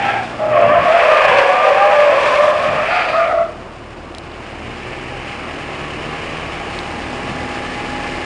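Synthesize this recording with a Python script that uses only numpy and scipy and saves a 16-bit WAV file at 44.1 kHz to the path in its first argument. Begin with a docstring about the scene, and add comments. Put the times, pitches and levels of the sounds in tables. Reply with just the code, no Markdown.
"""A diesel pickup spins its rear tyres on an open asphalt lot: they howl and scrub, then grip.
The rubber squeals because it grabs and lets go of the ground hundreds of times a second.
From far off the truck drives back with a rising exhaust drone, a whine and a broad rush, then shifts up.
Another diesel idles close by, wind nudges the microphone and a few small ticks sound near it."""
import sys
import numpy as np
from scipy import signal
from scipy.io import wavfile
from scipy.ndimage import uniform_filter1d

SR = 44100
rng = np.random.default_rng(int(sys.argv[2]) if len(sys.argv) > 2 else 0)


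def put_to_file(sound):
    """Save the sound as 16-bit audio at rate SR, in the file named by the first command-line argument."""
    columns = np.atleast_2d(sound).T  # one column per channel
    safe = np.clip(columns, -1, 1)
    whole_steps = np.round(safe * 32767)
    wavfile.write(sys.argv[1], SR, whole_steps.astype(np.int16))


N = 363825


def from_db(db):
    """Turn decibels into a gain."""
    return 10 ** (np.asarray(db) / 20)


def rms_one(x):
    """Scale a signal to an average power of 1."""
    return x / np.sqrt(np.mean(x ** 2) + 1e-20)


def in_time(rows):
    """Join rows of (time, values...) with straight lines: one curve per value."""
    times, *columns = np.transpose(rows)
    return [np.interp(np.arange(N) / SR, times, column) for column in columns]


def drift(rate_hz):
    """A smooth random wobble, about 1 in size."""
    pole = np.exp(-80 * np.pi * rate_hz / SR)
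    steps = rng.standard_normal(N // 40 + 2002)   # one for every 40 samples
    slow = signal.lfilter([1], [1, -2 * pole, pole * pole], steps)[2000:]
    return np.interp(np.arange(N) / 40, np.arange(len(slow)), rms_one(slow))


def phase_of(hz):
    """The phase (angle) of a tone that follows a pitch curve."""
    return 2 * np.pi * (np.cumsum(hz) / SR + rng.random())


def colour(x, spectrum):
    """Filter by a spectrum that falls 60 dB an octave past its ends; power 1."""
    hz, db = np.transpose(spectrum)
    grid = np.linspace(0, SR / 2, 2049)
    octave, known = np.log2(grid + 1), np.log2(hz)
    outside = np.abs(octave - np.clip(octave, known[0], known[-1]))
    taps = signal.firwin2(2049, grid, from_db(np.interp(octave, known, db) - 60 * outside), fs=SR)
    return rms_one(signal.fftconvolve(x, taps, "same"))


def noise(spectrum):
    """Noise with the given spectrum; power 1."""
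    return colour(rng.standard_normal(N), spectrum)


def swell(start, end, rise_s, fall_s):
    """Fade in, hold, fade out; the fades are centred on start and end."""
    t = np.arange(N) / SR
    return np.clip(.5 + np.minimum((t - start) / rise_s, (end - t) / fall_s), 0, 1)


def swells(rows, rise_s, fall_s):
    """The gain of several swells, added in power."""
    return np.sqrt(sum((from_db(db) * swell(start, end, rise_s, fall_s)) ** 2 for start, end, db in rows))


# the light breeze (time [s], level [dB])
BREEZE_LEVEL = [(0, -49), (1.7, -57.5), (2.5, -41.5), (3.4, -47), (8.25, -39)]
# gusts on the microphone (start [s], end [s], level [dB])
WIND_GUSTS = [(-.1, .12, -32), (.57, .88, -31.5), (1.26, 1.37, -31.5), (2.64, 2.82, -32), (7.24, 7.45, -32)]
# the wind's rumble (frequency [Hz], relative level [dB])
WIND_SPECTRUM = [(20, -31), (45, -6), (80, -4), (130, 1), (230, -1), (350, -14.5), (600, -27)]
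def wind():
    """Gusts over a light breeze bump the microphone with a low, lumpy rumble."""
    breeze_db, = in_time(BREEZE_LEVEL)
    level = np.hypot(from_db(breeze_db), swells(WIND_GUSTS, rise_s=.17, fall_s=.14))
    return level * from_db(2 * drift(11)) * noise(WIND_SPECTRUM)


# tones of the idle (multiple of the firing rate, relative level [dB])
IDLE_TONES = [(1, -43.5), (2, -41), (3, -46), (4, -57), (7, -58.5), (9, -44)]
# how loud the idle is (time [s], relative level [dB])
IDLE_LOUDNESS = [(0, -12.5), (1.5, -28), (3, -5.5), (4, -0.5), (8.25, 2)]
def idling_diesel(firing_hz=38.55):
    """The even firing of a diesel parked close by makes a low hum."""
    level_db, = in_time(IDLE_LOUDNESS)
    phase = phase_of(firing_hz * (1 + .0044 * drift(5.9)))
    hum = sum(from_db(db + 1.9 * drift(7.7)) * np.sin(k * phase) for k, db in IDLE_TONES)
    return from_db(level_db + 2.5) * hum


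# each tick (time [s], relative level [dB], treble limit [Hz])
TICK_HITS = [(4.149, -7.5, 9000), (4.184, -4, 9000), (4.3185, -16.5, 6000), (6.7893, 3.5, 4200)]
def ticks(crunch_s=.0016):
    """Small hard things touch near the microphone: a dry snap and crunch in a body that barely rings."""
    hits = 0
    for start, db, top_hz in TICK_HITS:
        age = (np.arange(N) - int(start * SR)) / SR
        crunch = (age > 0) * np.exp(-np.clip(age / crunch_s, 0, 20)) * rng.choice([-1, 1], N)
        force = (age == 0) + from_db(-18) * crunch
        hits = hits + from_db(db) * signal.sosfilt(signal.butter(2, top_hz, fs=SR, output="sos"), force)
    snap = signal.sosfilt(signal.butter(4, 2800, "high", fs=SR, output="sos"), hits)
    body = signal.sosfilt(signal.butter(2, (2950, 4900), "band", fs=SR, output="sos"), snap)
    return from_db(-5) * snap + from_db(4) * body


def open_lot(x, dull_hz=2500, delay_s=.014, fade_s=.59, echo_db=-9):
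    """The ground and far walls scatter back a faint, dull wash of echoes."""
    t = np.arange(SR // 2) / SR
    echoes = rng.standard_normal(len(t)) * (t > delay_s) * from_db(-60 * t / fade_s)
    dull = signal.sosfilt(signal.butter(1, dull_hz, fs=SR, output="sos"), x)
    return x + from_db(echo_db) * signal.fftconvolve(dull, echoes / np.sqrt(np.sum(echoes ** 2)))[:N]


# the whine (time [s], pitch [Hz], relative level [dB], steady share [0-1])
WHINE_PATH = [(4.4, 795, -54, 0), (5.15, 808, -41, .2), (5.6, 808, -44.5, .1), (6.6, 812, -40.5, .3),
              (7.3, 819, -35.3, .8), (8.25, 828, -34, .85)]
# its tones (multiple of the pitch, relative level [dB])
WHINE_TONES = [(1, 1.5), (2, -10.5), (2.12, -8)]
def driveline_whine():
    """The parts that turn the wheels sing, wavering from afar and firming up as the truck nears."""
    pitch, level_db, steady = in_time(WHINE_PATH)
    out = 0
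    for k, db in WHINE_TONES:
        phase = phase_of(k * pitch * (1 + .003 * drift(45)))
        wavering = drift(22) * np.sin(phase) + drift(22) * np.cos(phase)
        tone = np.sqrt(steady) * np.sin(phase) + np.sqrt((1 - steady) / 2) * wavering
        out = out + from_db(level_db + db + 3.5) * tone
    return out


# the gears' note (time [s], base pitch [Hz], level [dB])
GEAR_PATH = [(6.1, 160.7, -62), (6.8, 166, -43), (7.6, 168.7, -41), (8.25, 174, -35.5)]
# its tones (multiple of the base pitch, relative level [dB])
GEAR_TONES = [(10, -4), (11, -3), (12, 0), (13, -7)]
def gears():
    """Thin gear notes climb with the truck's speed."""
    base_hz, level_db = in_time(GEAR_PATH)
    shaft = phase_of(base_hz * (1 + .003 * drift(90)))
    return sum(from_db(level_db + db + 2 * drift(15)) * np.sin(k * shaft) for k, db in GEAR_TONES)


# the rush, growing as the truck drives back (time [s], relative level [dB])
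RUSH_LEVEL = [(0, -2.5), (.8, 1), (1.1, -11), (2, -4.5), (2.7, -3.5), (3.9, -6), (4.6, -4), (6.2, 0),
              (8.25, 1.8)]
# how hard the engine works (time [s], load [0-1])
ENGINE_LOAD = [(4.1, 0.16), (4.7, 0.95), (6.3, 0.96), (7, 0.73), (8.25, 0.76)]
# low roar, fuel injector clatter and air hiss, each (frequency [Hz], relative level [dB])
ROAR_SPECTRUM = [(45, -2.5), (95, -9.5), (140, -3), (185, -5), (250, -2), (355, -1), (430, -3), (520, -2.5),
                 (700, -2.5), (930, -6.5), (1130, -4.5), (1320, -10.5), (1600, -11)]
CLATTER_SPECTRUM = [(740, -27.5), (1250, 0), (1510, -7.5), (1710, 1.5), (1860, -0.5), (2060, 0),
                    (2160, 1.5), (2830, -0.5), (2980, -1), (3310, -11.5), (3800, -22.5), (4940, -44),
                    (8360, -120)]
AIR_SPECTRUM = [(1880, -26.5), (3200, -12), (3310, -4.5), (3840, -6), (5230, -7.5), (5890, -14),
                (7060, -13), (8030, -17.5), (8920, -16.5), (9310, -16.5), (10000, -27), (13000, -63.5),
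                (22000, -120)]
def rush(firing):
    """Engine noise pulses with each firing; hard work deepens the roar's puffs and lifts the rest."""
    level_db, = in_time(RUSH_LEVEL)
    load, = in_time(ENGINE_LOAD)
    step_db = 2 * (np.arange(N) / SR > 6.7)   # the hiss steps up for the last stretch
    knock = rms_one((1 + .062 * np.sin(firing)) * from_db(drift(59)))
    puffs = rms_one(1 + load * (.3 * np.sin(firing) + .2 * np.sin(firing / 2)))
    roar = from_db(-28.5 + .5 * drift(5.6)) * puffs * noise(ROAR_SPECTRUM)
    clatter = from_db(-38 + 8.5 * load) * noise(CLATTER_SPECTRUM)
    hiss = from_db(-46.5 + 4.5 * load + step_db) * noise(AIR_SPECTRUM)
    return from_db(level_db) * (roar + knock * (clatter + hiss))


# engine speed, climbing until the gear change (time [s], firing rate [Hz])
ENGINE_SPEED = [(0, 115), (.6, 120), (.85, 104), (4.5, 106), (4.8, 121), (5.25, 131), (5.6, 144),
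                (6.15, 155), (6.6, 164), (6.95, 124), (7.38, 128), (7.8, 126.7), (8.25, 129.5)]
# the driver presses the pedal (start [s], end [s], exhaust level [dB])
PEDAL_PRESSES = [(-.1, .35, -40), (.4, .78, -35.5), (4.58, 5.28, -39), (5.58, 6.55, -37.5), (7.0, 8.5, -43)]
# exhaust tones (multiple of the firing rate, gain before the gear change [dB], gain after [dB])
EXHAUST_TONES = [(.5, -13, -13), (1, 3, -7), (1.5, -7, -12), (2, -4, 7.5), (2.5, -6, -11), (3, -4, -12),
                 (3.5, -5, -12), (4, -11, -10), (6.5, -8, -14), (7, -6.5, -10), (7.5, -8, -12),
                 (9, -13, -10)]
# where the exhaust pipe rings (frequency [Hz], half width [Hz], boost [dB])
PIPE_RESONANCES = [(231, 8, 7), (278, 8, 11), (373, 30, 4), (1150, 57, 7)]
def exhaust(shift_s=6.88, coasting_db=-51.5):
    """Firings drone through the pipe, then boom in the higher gear. Gives the sound and firing phase."""
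    firing_hz, = in_time(ENGINE_SPEED)
    level = np.hypot(from_db(coasting_db), swells(PEDAL_PRESSES, rise_s=.25, fall_s=.18))
    shifted, = in_time([(shift_s - .1, 0), (shift_s + .1, 1)])
    firing = phase_of(firing_hz * (1 + .006 * drift(22)))
    drone = 0
    for k, before_db, after_db in EXHAUST_TONES:
        tone_db = before_db + shifted * (after_db - before_db)
        pipe_db = sum(db / (1 + ((k * firing_hz - hz) / width) ** 2) for hz, width, db in PIPE_RESONANCES)
        drone = drone + from_db(tone_db + pipe_db + 2 * drift(13)) * np.sin(k * firing)
    return level * drone, firing


# scrubbing rubber, its hiss and its rasp, each (frequency [Hz], relative level [dB])
SCRUB_SPECTRUM = [(330, -17.5), (420, -4), (800, 4), (1000, -2.5), (1450, -4.5), (1710, 1.5), (1990, -3),
                  (2520, 1), (2840, -6.5), (3340, -13.5), (3730, -31), (5000, -27)]
HISS_SPECTRUM = [(2060, -23.5), (3500, 0.5), (3770, -5), (4740, -7.5), (6330, -15.5), (8730, -19.5),
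                 (9530, -21), (10000, -29.5), (13000, -64), (22000, -120)]
RASP_SPECTRUM = [(3700, -3), (4200, -2), (4800, 1), (5300, -21)]
def scrubbing(slip_phase, scrub_db, hiss_db):
    """Each slip of the shuddering tyre throws a puff of noise; a bright rasp comes as it starts to grip."""
    shudder = rms_one(from_db(1.06 * drift(23)) * (1 + .15 * np.sin(slip_phase)))
    scrub = from_db(scrub_db + 4) * noise(SCRUB_SPECTRUM)
    grit = rng.standard_normal(N) * from_db(1.2 * drift(300))
    hiss = from_db(hiss_db + 1) * colour(grit, HISS_SPECTRUM)
    rasp = from_db(-38) * swell(2.9, 3.19, rise_s=.056, fall_s=.12) * noise(RASP_SPECTRUM)
    return shudder * (scrub + hiss + rasp)


# moments when the tread tears harder (start [s], end [s], level [dB])
TEAR_SURGES = [(.02, .135, -26), (.135, .2, -34), (.52, .62, -31), (.98, 1.04, -23), (1.19, 1.3, -27),
               (1.32, 1.43, -26), (2.98, 3.03, -24.5), (3.22, 3.29, -29.5)]
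# tearing rubber (frequency [Hz], relative level [dB])
TEAR_SPECTRUM = [(1400, -10), (1650, -4.5), (1950, 0), (2250, 4), (2600, -5), (3000, -10.5)]
def tearing(slip_phase):
    """Rubber tears off in short surges, chopped up by the slips of the tread."""
    chop = rms_one((1 + .5 * np.sin(slip_phase)) * from_db(3 * drift(82)))
    return swells(TEAR_SURGES, rise_s=.017, fall_s=.028) * chop * noise(TEAR_SPECTRUM)


def loose_slip(pitch, wander, jitter, flutter_db):
    """Phase and strength of rubber that grabs and lets go on uneven asphalt."""
    phase = phase_of(pitch * (1 + wander * drift(14) + jitter * drift(219)))
    return phase, rms_one(from_db(flutter_db * drift(47)))


def locked_slip(pitch, jitter, flutter_db):
    """Phase and strength of rubber locked on one note: nearly even, with a trembling pitch."""
    phase = phase_of(pitch * (1 + .004 * drift(24.06) + jitter * drift(267)))
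    return phase, rms_one(from_db(flutter_db * drift(30)))


# short shrieks (start [s], end [s], first pitch [Hz], last pitch [Hz], level [dB])
RIB_SHRIEKS = [(0, 0.17, 1315, 1335, -22), (0.071, 0.128, 1590, 1650, -22), (.13, 0.235, 1615, 1622, -24),
               (0.134, 0.233, 710, 695, -22), (.39, 0.534, 825, 845, -21.5),
               (0.501, 0.699, 705, 670, -12.5), (.52, .65, 1140, 1090, -18.5),
               (.66, 0.767, 1130, 1170, -19), (0.78, .92, 1100, 1105, -17.5), (0.72, 0.813, 683, 692, -7.5),
               (.83, .925, 695, 712, -12.5), (1.093, 1.262, 1200, 1238, -15),
               (1.152, 1.52, 1692, 1655, -22), (1.51, 1.74, 1180, 1208, -14), (1.76, 1.87, 1198, 1185, -13),
               (1.88, 2.08, 1185, 1192, -20), (2.07, 2.19, 1160, 1094, -21),
               (1.773, 2.231, 1664, 1699, -24.5), (2.03, 2.239, 630, 668, -14),
               (2.214, 2.6, 1018, 1060, -21), (2.301, 2.797, 687, 687, -23),
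               (2.881, 3.024, 1185, 1220, -22), (2.894, 3.033, 1416, 1377, -20),
               (3.072, 3.2, 615, 635, -21), (3.122, 3.266, 1278, 1180, -15), (3.239, 3.47, 612, 605, -19),
               (3.26, 3.29, 590, 590, -14), (3.33, 3.45, 1100, 1130, -25)]
def shrieks():
    """Single ribs of the tread catch, glide in pitch, swell and let go."""
    out = 0
    for start, end, first_hz, last_hz, db in RIB_SHRIEKS:
        pitch, progress = in_time([(start, first_hz, 0), (end, last_hz, 1)])
        phase, strength = loose_slip(pitch, wander=.005, jitter=.011, flutter_db=2.5)
        tone = np.sin(phase) + .11 * np.sin(2 * phase)
        out = out + from_db(db) * np.sin(np.pi * progress) * strength * tone
    return out


# the other rear tyre's squeal (time [s], pitch [Hz], relative level [dB])
SECOND_TYRE_PATH = [(1.22, 774.6, -50), (1.32, 767, -16), (1.44, 754, -27), (1.5, 737, -15.5),
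                    (1.59, 739, -15.5), (1.62, 754, -25), (1.67, 765, -12), (1.76, 780, -17.5),
                    (1.8, 798, -11.5), (1.88, 803, -13), (1.93, 816, -14), (1.95, 857, -27),
                    (2, 811.3, -23), (2.18, 850, -30), (2.3, 885, -51)]
def second_tyre():
    """The other rear tyre locks on to a higher note, climbs in steps and lets go."""
    pitch, level_db = in_time(SECOND_TYRE_PATH)
    phase, strength = locked_slip(pitch, jitter=.012, flutter_db=1.4)
    return from_db(level_db + 1.5) * strength * (np.sin(phase) + .14 * np.sin(2 * phase))


# the howl's overtones (multiple of a block's pitch, relative level [dB])
TREAD_OVERTONES = [(2, 4.5), (3, -6), (4, -23.5)]
def tread_howl(pitch, force, blocks=6):
    """Tread blocks howl at scattered pitches: lower, wider apart and brighter in a hard slide."""
    middle_hz = pitch * (.98 - .065 * force)
    spread = .068 + .055 * force
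    lowest_hz = 580 - 100 * force ** 2   # blocks fade out below this pitch
    gains = [(k, from_db(db + 2 * (k - 3.5) * force)) for k, db in TREAD_OVERTONES]
    howl, overtones = 0, 0
    for place in np.linspace(-1, 1, blocks):
        hz = middle_hz * (1 + place * spread)
        phase, strength = loose_slip(hz, wander=.034, jitter=.036, flutter_db=4.5)
        block_db = 4.7 * place - .13 * np.maximum(lowest_hz - hz, 0)
        howl = howl + from_db(block_db) * strength * np.sin(phase)
        overtones = overtones + strength * sum(gain * np.sin(k * phase) for k, gain in gains)
    return rms_one(howl), rms_one(overtones)


def friction_limit(x, amount):
    """Friction limits how far the rubber swings, softening the throb between its tones."""
    power = uniform_filter1d(x ** 2, size=300) + .05
    return rms_one(x * power ** (-amount / 2))


# squeal bursts (start [s], end [s], relative level [dB], clean share [0-1], overtone level [dB])
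SQUEAL_BURSTS = [(-.05, 0.24, -21, 0.35, -34), (0.399, 0.536, -17.5, 0.72, -34),
                 (0.512, 0.674, -11, 0.81, -22), (0.68, 0.812, -13.5, 0.57, -19),
                 (0.883, 1.003, -12, 0.76, -19.5), (1.072, 1.239, -12, 0.93, -20),
                 (1.26, 1.32, -18, .8, -24), (1.334, 1.5, -19.5, 0.2, -19), (1.62, 1.767, -13.5, 0.5, -30),
                 (1.827, 1.894, -12, 1, -26), (1.926, 2.148, -10, 0.98, -37),
                 (2.207, 2.393, -17.5, 0.41, -21.5), (2.392, 2.54, -11.5, 0.83, -20),
                 (2.577, 2.625, -18.5, .9, -26), (2.644, 2.699, -19, .95, -27),
                 (2.759, 2.85, -22.5, .9, -24), (2.89, 3.025, -21.5, 0.99, -31),
                 (3.125, 3.25, -14.5, 0.8, -19.5), (3.261, 3.363, -14.5, 0.44, -24),
                 (3.367, 3.45, -17, .6, -25.5), (3.46, 3.533, -26, .6, -35)]
def bursts():
    """The tyre bursts into song: the power of its clean tone, rough howl and overtones."""
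    clean, rough, upper = 0, 0, 0
    for start, end, db, share, overtone_db in SQUEAL_BURSTS:
        shape = swell(start, end, rise_s=.041, fall_s=.071)
        power = (from_db(db) * shape) ** 2
        clean = clean + share * power
        rough = rough + (1 - share) * power
        upper = upper + (from_db(overtone_db) * shape) ** 2
    return clean, rough, upper


# how fast the rubber grabs and lets go (time [s], pitch [Hz])
SQUEAL_PITCH = [(0, 800.6), (.22, 793), (.38, 629), (.52, 610.3), (.65, 584), (.72, 603.5), (.86, 608),
                (.915, 645.6), (.95, 687), (1.0, 686), (1.04, 591.5), (1.09, 618), (1.21, 613),
                (1.27, 580.2), (1.44, 570), (1.7, 580.8), (1.85, 604), (2, 593.8), (2.13, 575),
                (2.5, 599.6), (2.82, 611.9), (2.93, 723), (3.02, 703), (3.1, 633), (3.21, 672.4),
                (3.42, 672), (3.6, 603)]
# how hard it slides (time [s], relative scrub level [dB], relative hiss level [dB])
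SLIDE_LEVELS = [(0, -26, -39.5), (.1, -24, -40), (.28, -38, -43.5), (.45, -39, -52), (.57, -26, -55),
                (.75, -26.5, -59), (.85, -24, -37), (1.02, -20.5, -36), (1.38, -19, -35),
                (1.52, -22.5, -36.5), (2.1, -23, -37.5), (2.27, -22.5, -32.5), (2.55, -27, -37),
                (2.85, -25, -41), (3, -22, -39), (3.2, -30.5, -40.5), (3.42, -44.5, -49), (3.6, -54, -58)]
def spinning_tyres(full_slide_db=-18):
    """Sliding rubber squeals in bursts inside a rough howl and scrub, until the tyres grip."""
    pitch, = in_time(SQUEAL_PITCH)
    scrub_db, hiss_db = in_time(SLIDE_LEVELS)
    clean_power, rough_power, upper_power = bursts()
    phase, strength = locked_slip(pitch, jitter=.011, flutter_db=1.5)
    force = np.minimum(from_db(scrub_db - full_slide_db), 1)
    howl, howl_overtones = tread_howl(pitch, force)
    howl_db = scrub_db - .05 * np.maximum(pitch - 600, 0)   # weaker as the pitch climbs past 600 Hz
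    power = clean_power + rough_power + from_db(howl_db + 5.5) ** 2
    clean_share = clean_power / power
    squeal_gain = np.sqrt(2 * clean_share) * strength
    voice = squeal_gain * np.sin(phase) + np.sqrt(1 - clean_share) * howl
    low = from_db(-.8) * np.sqrt(power) * friction_limit(voice, amount=.23)
    squeal_overtones = squeal_gain * (.19 * np.sin(2 * phase) + .14 * np.sin(3 * phase))
    high = np.hypot(from_db(howl_db + 2.6), np.sqrt(upper_power)) * (howl_overtones + squeal_overtones)
    rubber_noise = scrubbing(phase, scrub_db, hiss_db) + tearing(phase)
    sliding, = in_time([(3.44, 1), (3.58, 0)])   # the tyres grip and fall silent
    return sliding * (low + high + rubber_noise + second_tyre() + shrieks())


def scene():
    """The truck and its surroundings at one microphone; only the tyres echo."""
    drone, firing = exhaust()
    truck = open_lot(spinning_tyres()) + drone + rush(firing) + driveline_whine() + gears()
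    return (truck + idling_diesel() + wind() + ticks())[None]


def record(dry, cutoff_hz=10050):
    """Round off the loudest peaks and cut the highest treble."""
    rounded = dry / (1 + (dry / .95) ** 6) ** (1 / 6)
    return signal.sosfilt(signal.ellip(10, .2, 80, cutoff_hz, fs=SR, output="sos"), rounded)


dry = scene()
out = record(dry)
put_to_file(out)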